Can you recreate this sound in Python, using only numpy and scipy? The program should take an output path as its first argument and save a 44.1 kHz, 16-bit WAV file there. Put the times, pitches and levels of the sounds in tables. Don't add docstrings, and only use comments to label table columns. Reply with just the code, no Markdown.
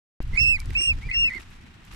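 import sys
import numpy as np
from scipy import signal
from scipy.io import wavfile
from scipy.ndimage import uniform_filter1d

SR = 44100
rng = np.random.default_rng(int(sys.argv[2]) if len(sys.argv) > 2 else 0)


def output_pcm(signal):
    pcm = np.clip(np.atleast_2d(signal).T, -1, 1) * 32767
    wavfile.write(sys.argv[1], SR, np.round(pcm).astype(np.int16))


def voltage_ratio(level):
    return 10 ** (np.asarray(level, float) / 20)


N = 85995
OPEN_S = .2038
WAVER = .0023


def rms_one(x):
    return x / np.sqrt(np.mean(x ** 2) + 1e-20)


def in_time(rows, smooth_s=.001):
    s, *columns = np.transpose(rows)
    t = np.arange(N) / SR
    return [uniform_filter1d(np.interp(t, s, c), size=int(smooth_s * SR) + 1) for c in columns]


def at_hz(points, hz):
    point_hz, value = np.transpose(points)
    return np.interp(np.log(hz), np.log(point_hz), value)


def drift(rate):
    r = np.exp(-2 * np.pi * rate / SR)
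    return rms_one(signal.lfilter([1], [1, -2 * r, r * r], rng.standard_normal(N + SR))[SR:])


def gate(start, end, edge):
    t = np.arange(N) / SR
    return np.clip(np.minimum(t - start, end - t) / edge, 0, 1)


def band_pass(x, low_high_hz, order=2):
    return signal.sosfilt(signal.butter(order, low_high_hz, "band", fs=SR, output="sos"), x)


def bands(spectrum, likeness, patchy_db, together_rate, own_rate):
    out, together = 0, drift(together_rate)
    edges = 16 * 2 ** np.arange(0, 10.1, .5)
    white = rng.standard_normal((2, 2, N + SR // 4))
    for k, (low, high) in enumerate(zip(edges, edges[1:])):
        hz = np.sqrt(low * high)
        if not spectrum[0][0] <= hz <= spectrum[-1][0]:
            continue
        mid, side = band_pass(white[k % 2], [low, high])[:, -N:]
        alike = np.clip(at_hz(likeness, hz), -1, 1)
        flicker_db = patchy_db * (together + .46 * drift(own_rate))
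        gain = voltage_ratio(at_hz(spectrum, hz) + flicker_db)
        out = out + gain * (np.sqrt(1 + alike) * mid + np.sqrt(1 - alike) * side * [[1], [-1]])
    return rms_one(out)


def far_air():
    # f/Hz, level/dB per Hz
    air_spectrum = [(59, -4), (100, -6), (239, -10.5), (277, -12), (433, -31.5), (513, -24.5),
                    (2860, -25.5), (14700, -84), (16000, -60)]
    # f/Hz, correlation
    air_likeness = [(60, .99), (290, .74), (640, -.3), (1400, .05), (15000, 0)]
    return voltage_ratio(-52) * bands(air_spectrum, air_likeness, patchy_db=1.5, together_rate=6.0, own_rate=25.0)


def wind():
    # t/s, level/dB
    gust_levels = [(0.21, -36.5), (0.34, -24.5), (0.378, -33.5), (0.412, -23), (0.562, -38.5),
                   (0.708, -27.5), (0.854, -40), (0.892, -29), (0.994, -27), (1.024, -41), (1.058, -25.5),
                   (1.11, -29.5), (1.126, -40), (1.226, -32), (1.318, -50), (1.454, -42), (1.77, -57),
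                   (1.95, -40.5)]
    # f/Hz, level/dB per Hz
    wind_spectrum = [(12, 9), (20, 1), (85, -6.5), (151, -21), (348, -43), (500, -55), (650, -65),
                     (1100, -120)]
    # f/Hz, correlation
    wind_likeness = [(20, .99), (80, .985), (170, .92), (500, .5)]
    # t/s, level/dB
    buffets = [(0.203, -40.5), (.335, -48), (0.364, -49.5), (0.411, -52), (0.658, -49), (.702, -43.5),
               (0.811, -40.5), (.9, -56), (0.982, -50.5), (1.074, -44), (1.25, -49), (1.299, -49),
               (1.36, -44), (1.394, -46.5), (1.945, -45.5)]
    buffet_hz, buffet_s = (138, 389), .0098
    push_db, settle_s = -19, .01
    left_lag = 34

    t = np.arange(N) / SR
    noise = bands(wind_spectrum, wind_likeness, patchy_db=1.5, together_rate=14.0, own_rate=8.0)
    gusts = voltage_ratio(in_time(gust_levels, smooth_s=.02)[0]) * noise
    white = rng.standard_normal((3, N))
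    dull = rms_one(band_pass(white[0] + .5 * white[1:], buffet_hz))
    knocks = sum(voltage_ratio(db) * np.exp(-((t - s) / buffet_s) ** 2) for s, db in buffets)
    push = voltage_ratio(push_db) * np.exp(-np.abs(t - OPEN_S) / settle_s)
    left, right = gusts + dull * knocks - push
    return np.array([np.roll(left, left_lag), right])


def down_and_grass():
    # t/s, level/dB
    stir_levels = [(.2, -55), (.3, -54.5), (.35, -46.5), (.45, -54), (.6, -54.5), (.75, -47.5), (.9, -51.5),
                   (1.3, -51), (1.41, -49.5), (1.45, -54.5), (1.8, -59.5), (1.9, -52.5), (1.95, -48)]
    # f/Hz, level/dB per Hz
    rustle_spectrum = [(700, 7), (1000, 8.5), (2200, 10.5), (8000, -5.5), (15000, -20.5)]
    alike = [(500, .2), (15000, .2)]  # f/Hz, correlation
    noise = bands(rustle_spectrum, alike, patchy_db=2.0, together_rate=80.0, own_rate=40.0)
    return voltage_ratio(in_time(stir_levels)[0]) * noise


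def bills():
    # t/s, level/dB, ring f/Hz, left minus right/dB
    ticks = [(0.227, -40.5, 10000, 5), (0.341, -46, 6170, -13), (0.5813, -40, 1670, 17),
             (0.589, -39, 1063, 0), (0.596, -40, 5910, -14), (0.6013, -35, 6700, -6),
             (0.6019, -28.5, 4700, -15), (.6095, -43, 6000, -8), (0.6572, -35, 4850, -9),
             (.7045, -40, 6000, -12), (0.7062, -28.5, 2020, -10), (0.734, -41, 4970, -11),
             (0.809, -30, 2140, -15), (1.014, -49, 5000, 1), (1.1, -40, 4500, -4), (1.297, -46, 4540, -2),
             (1.304, -39, 4150, 0), (1.352, -42, 6960, -9), (1.402, -39, 8000, -1), (1.417, -43, 6800, -11),
             (1.503, -46, 10100, -2), (1.851, -44, 8600, -12), (.278, -47, 5960, -3), (.319, -62, 5000, 2),
             (.346, -39.5, 5000, -5), (1.51, -49, 6000, -2), (1.842, -44, 3200, -4), (1.866, -49, 7000, 0),
             (1.918, -46, 5000, -6), (1.925, -46, 5500, -13), (1.934, -44, 5200, -7), (1.938, -39, 5600, 0),
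             (1.943, -46, 5000, -2), (1.947, -43, 5500, 4) ]
    ring_cycles, crack_s, rise_s, crack_db = 7, .0011, .0003, -1.5
    length = 800
    out, t = np.zeros((2, N + length)), np.arange(length) / SR
    for (s, db, hz, pan_db), noise in zip(ticks, rng.standard_normal((len(ticks), 3, length))):
        scratch = (noise[0] + .5 * noise[1:]) * np.exp(-t / crack_s)
        crack = band_pass(scratch, [.7 * hz, min(2.2 * hz, 12500)])
        ring = np.sin(2 * np.pi * hz * t) * voltage_ratio(-60 * t * hz / ring_cycles / 2)
        tick = (ring + voltage_ratio(crack_db) * crack) * (1 - np.exp(-t / rise_s))
        start = int(s * SR)
        out[:, start:start + length] += voltage_ratio(db) * tick * voltage_ratio([[pan_db / 2], [-pan_db / 2]])
    return out[:, :N]


def siblings():
    # t/s, length/s, crest f/Hz, level/dB, left minus right/dB
    clear_peeps = [
        (.352, .024, 2300, -30, -4),
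        (.568, .062, 2370, -44, -1),
        (.65, .045, 2050, -55, -4),
        (.763, .1, 2590, -40, 5),
        (1.012, .08, 2430, -44, 0),
        (1.245, .088, 2280, -45, 3),
    ]
    hoarse_peeps = [
        (.325, 0.085, 2177, -35.5, -6),
        (1.081, 0.073, 2125, -31.5, -2.5),
        (1.295, .096, 2132, -32, -3.5),
    ]
    clear_second_db = [-12, -24, -26, 1, -17, -26]
    throb_crests = [0.327, .338, .351, .364, 0.376, 0.391, 0.407, 1.08, 1.092, 1.1, 1.11, 1.115, 1.126,
                    1.139, 1.15, 1.165, 1.295, 1.302, 1.31, 1.322, 1.327, 1.339, 1.351, 1.368, 1.387, 1.4]
    echo_lags = [(.0031, .0098), (.0054, .0077)]
    echo_db = -8
    fall_s, edge_s, fall_sag = .025, .012, .15
    rasp_depth, rasp_noise = .7, .25

    t, out = np.arange(N) / SR, np.zeros((2, N))
    hiss = rms_one(band_pass(rng.standard_normal(N), (4230, 4480)))
    # rise sag, second partial/dB, rasp
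    kinds = [(.21, db, .3) for db in clear_second_db] + [(.08, -26, 1)] * len(hoarse_peeps)
    for (s, length, hz, db, pan_db), (rise_sag, second_db, rasp) in zip(clear_peeps + hoarse_peeps, kinds):
        hoarse = rasp == 1
        crest = s + length - fall_s
        rise = rise_sag * np.abs((crest - t) / (crest - s)) ** 1.6
        fall = fall_sag * ((t - crest) / fall_s) ** 2
        droop = np.where(t < crest, rise, fall)
        sag = np.clip(droop, 0, .5)
        waver = 1 + WAVER * (3 + 5 * rasp) * drift(76.0)
        turns = np.cumsum(hz * (1 - sag) * waver) / SR

        throb = rasp_depth * np.cos(2 * np.pi * np.interp(t, throb_crests, np.arange(len(throb_crests))))
        throb = 1 + rasp * (throb + rasp_noise * np.array([drift(120), drift(140)]))
        second = hiss if hoarse else np.sin(4 * np.pi * turns)
        tone = np.sin(2 * np.pi * turns) + voltage_ratio(second_db - 150 * droop) * second
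        level_db = db + hoarse * .5 * (t - s) / length - 8 * sag * (t > crest)
        voice = voltage_ratio(level_db) * gate(s, s + length, edge_s) * throb * tone
        out += voice * voltage_ratio([[min(pan_db, 0)], [min(-pan_db, 0)]])
    echoes = [sum(np.roll(x, int(s * SR)) for s in lags) for x, lags in zip(out, echo_lags)]
    return out + voltage_ratio(echo_db) * np.array(echoes)


def near_bird():
    # t/s, pitch f/Hz, level/dB, second partial/dB, third partial/dB
    peep_a = [(.369, 2200, -37, -51, -40), (0.376, 2437, -9, -50, -42.5), (0.387, 2604, -14, -26.5, -53),
              (0.412, 2696, -12.5, -21, -47), (0.457, 2634, -13, -28.5, -43),
              (0.492, 2684, -11.5, -29, -39), (0.526, 2633, -13, -39.5, -36.5),
              (0.558, 2443, -19, -37.5, -48.5), (0.576, 1930, -36.5, -49, -70)]
    peep_b = [(.751, 2520, -24, -60, -62), (.757, 2510, -16, -58, -57), (.774, 2710, -16, -36, -50),
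              (.788, 2805, -19, -27, -41), (.82, 2770, -17.5, -22, -27), (.868, 2795, -17.5, -28, -29),
              (.88, 2780, -15, -32, -33), (.904, 2700, -14, -34, -44), (.92, 2540, -18, -47, -62),
              (.937, 2100, -42, -56, -75)]
    peep_c = [(1.113, 2490, -17, -63, -63), (1.125, 2500, -35, -59, -57), (1.144, 2750, -23.5, -31, -52),
              (1.168, 2740, -18, -29, -62), (1.201, 2794, -18.5, -28.5, -43),
              (1.249, 2730, -15, -37, -55.5), (1.273, 2638, -19.5, -39.5, -44.5),
              (1.285, 2530, -19.5, -44, -68), (1.297, 2190, -32, -83, -75)]
    shadow_db = [
        (-6, -13, -18.5, -7, -9),
        (-2, -14.5, -13, -16, -13),
        (1.5, -7.5, -4, 4, -7),
    ]
    left_leads = [(.51, 0, .55, .35, .2), (.49, .53, .04, .3, 0), (.44, .65, .23, .3, .5)]
    upper_db = [(-12, 0, -24, -16), (-24, -24, -30, -32), (-30, -28, -24, -24)]
    slip_times = [
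        .796,
        .8115,
        .8295,
        .848,
        .87,
        .876,
    ]
    other_half = [.75, 1.3, 1.7, 1.6, 1.6]
    breath_levels = [-45, -49, -64]
    slip_skew, slip_pull = .6, .6
    port_lag_s, lead_at_hz = .00018, 2740

    t, out = np.arange(N) / SR, np.zeros((2, N))
    steps = np.interp(t, slip_times, [-.5, 0, 1, 2, 3, 3.5])
    slip = .5 + steps + slip_skew * np.sin(2 * np.pi * steps) / (2 * np.pi)
    slip = uniform_filter1d(slip, size=90)
    hiss = band_pass(rng.standard_normal((2, N)), (4000, 10000), order=4)
    peeps = zip([peep_a, peep_b, peep_c], shadow_db, left_leads, upper_db, breath_levels)
    for rows, shadows, leads, upper, breath_db in peeps:
        start, end = rows[0][0], rows[-1][0]
        hz, first, second, third = in_time(rows, smooth_s=.008)
        turns = np.cumsum(hz * (1 + WAVER * drift(60))) / SR + slip_pull * (slip - steps)
        late = np.clip((t - start) / (end - start), 0, 1)
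        sounding = gate(start, end, .00056)
        fourth = third + upper[0] + late * (upper[1] - upper[0])
        fifth = third + upper[2] + late * (upper[3] - upper[2])
        for k, level in enumerate([first, second, third, fourth, fifth]):
            partial = 2j * np.pi * (k + 1)
            both = (1 + other_half[k] * np.exp(partial * slip)) / (1 + other_half[k])
            tone = voltage_ratio(level) * sounding * both * np.exp(partial * turns)
            lead = leads[k] + (k + 1) * port_lag_s * (lead_at_hz - hz)
            out[0] += voltage_ratio(shadows[k]) * np.imag(tone * np.exp(2j * np.pi * lead))
            out[1] += np.imag(tone)
        breath = voltage_ratio(breath_db + .58 * (second + 30) + 2.0 * drift(87))
        out += breath * sounding * hiss * voltage_ratio([[-5], [0]])
    return out


def scene():
    return far_air() + wind() + down_and_grass() + bills() + siblings() + near_bird()


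def masked(dry):
    # low f/Hz, high f/Hz; threshold level/dB
    masked_bands = [(3050, 3750, 2500, 2950, -25), (540, 800, 2550, 2800, -18),
                    (9700, 10500, 8200, 8900, -40), (11700, 12900, 5200, 5900, -36),
                    (6300, 6900, 2760, 2820, -22)]

    def band(low, high):
        return signal.sosfiltfilt(signal.butter(4, [low, high], "band", fs=SR, output="sos"), dry)
    lost = 0
    for low, high, near_low, near_high, db in masked_bands:
        whistle = uniform_filter1d(np.mean(band(near_low, near_high) ** 2, axis=0), size=1400)
        lost = lost + np.clip(whistle / voltage_ratio(2 * db), 0, 1) ** 2 * band(low, high)
    return lost


def roll_off(x):
    return signal.sosfilt(signal.butter(12, 16450, fs=SR, output="sos"), x)


def record(dry):
    top_cut = signal.cheby2(10, 60, 16400, fs=SR, output="sos")
    cut = signal.sosfilt(top_cut, dry - masked(dry))
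    mix = cut * gate(OPEN_S, 9, .0004) ** 2
    return roll_off(mix)


dry = scene()
out = record(dry)
output_pcm(out)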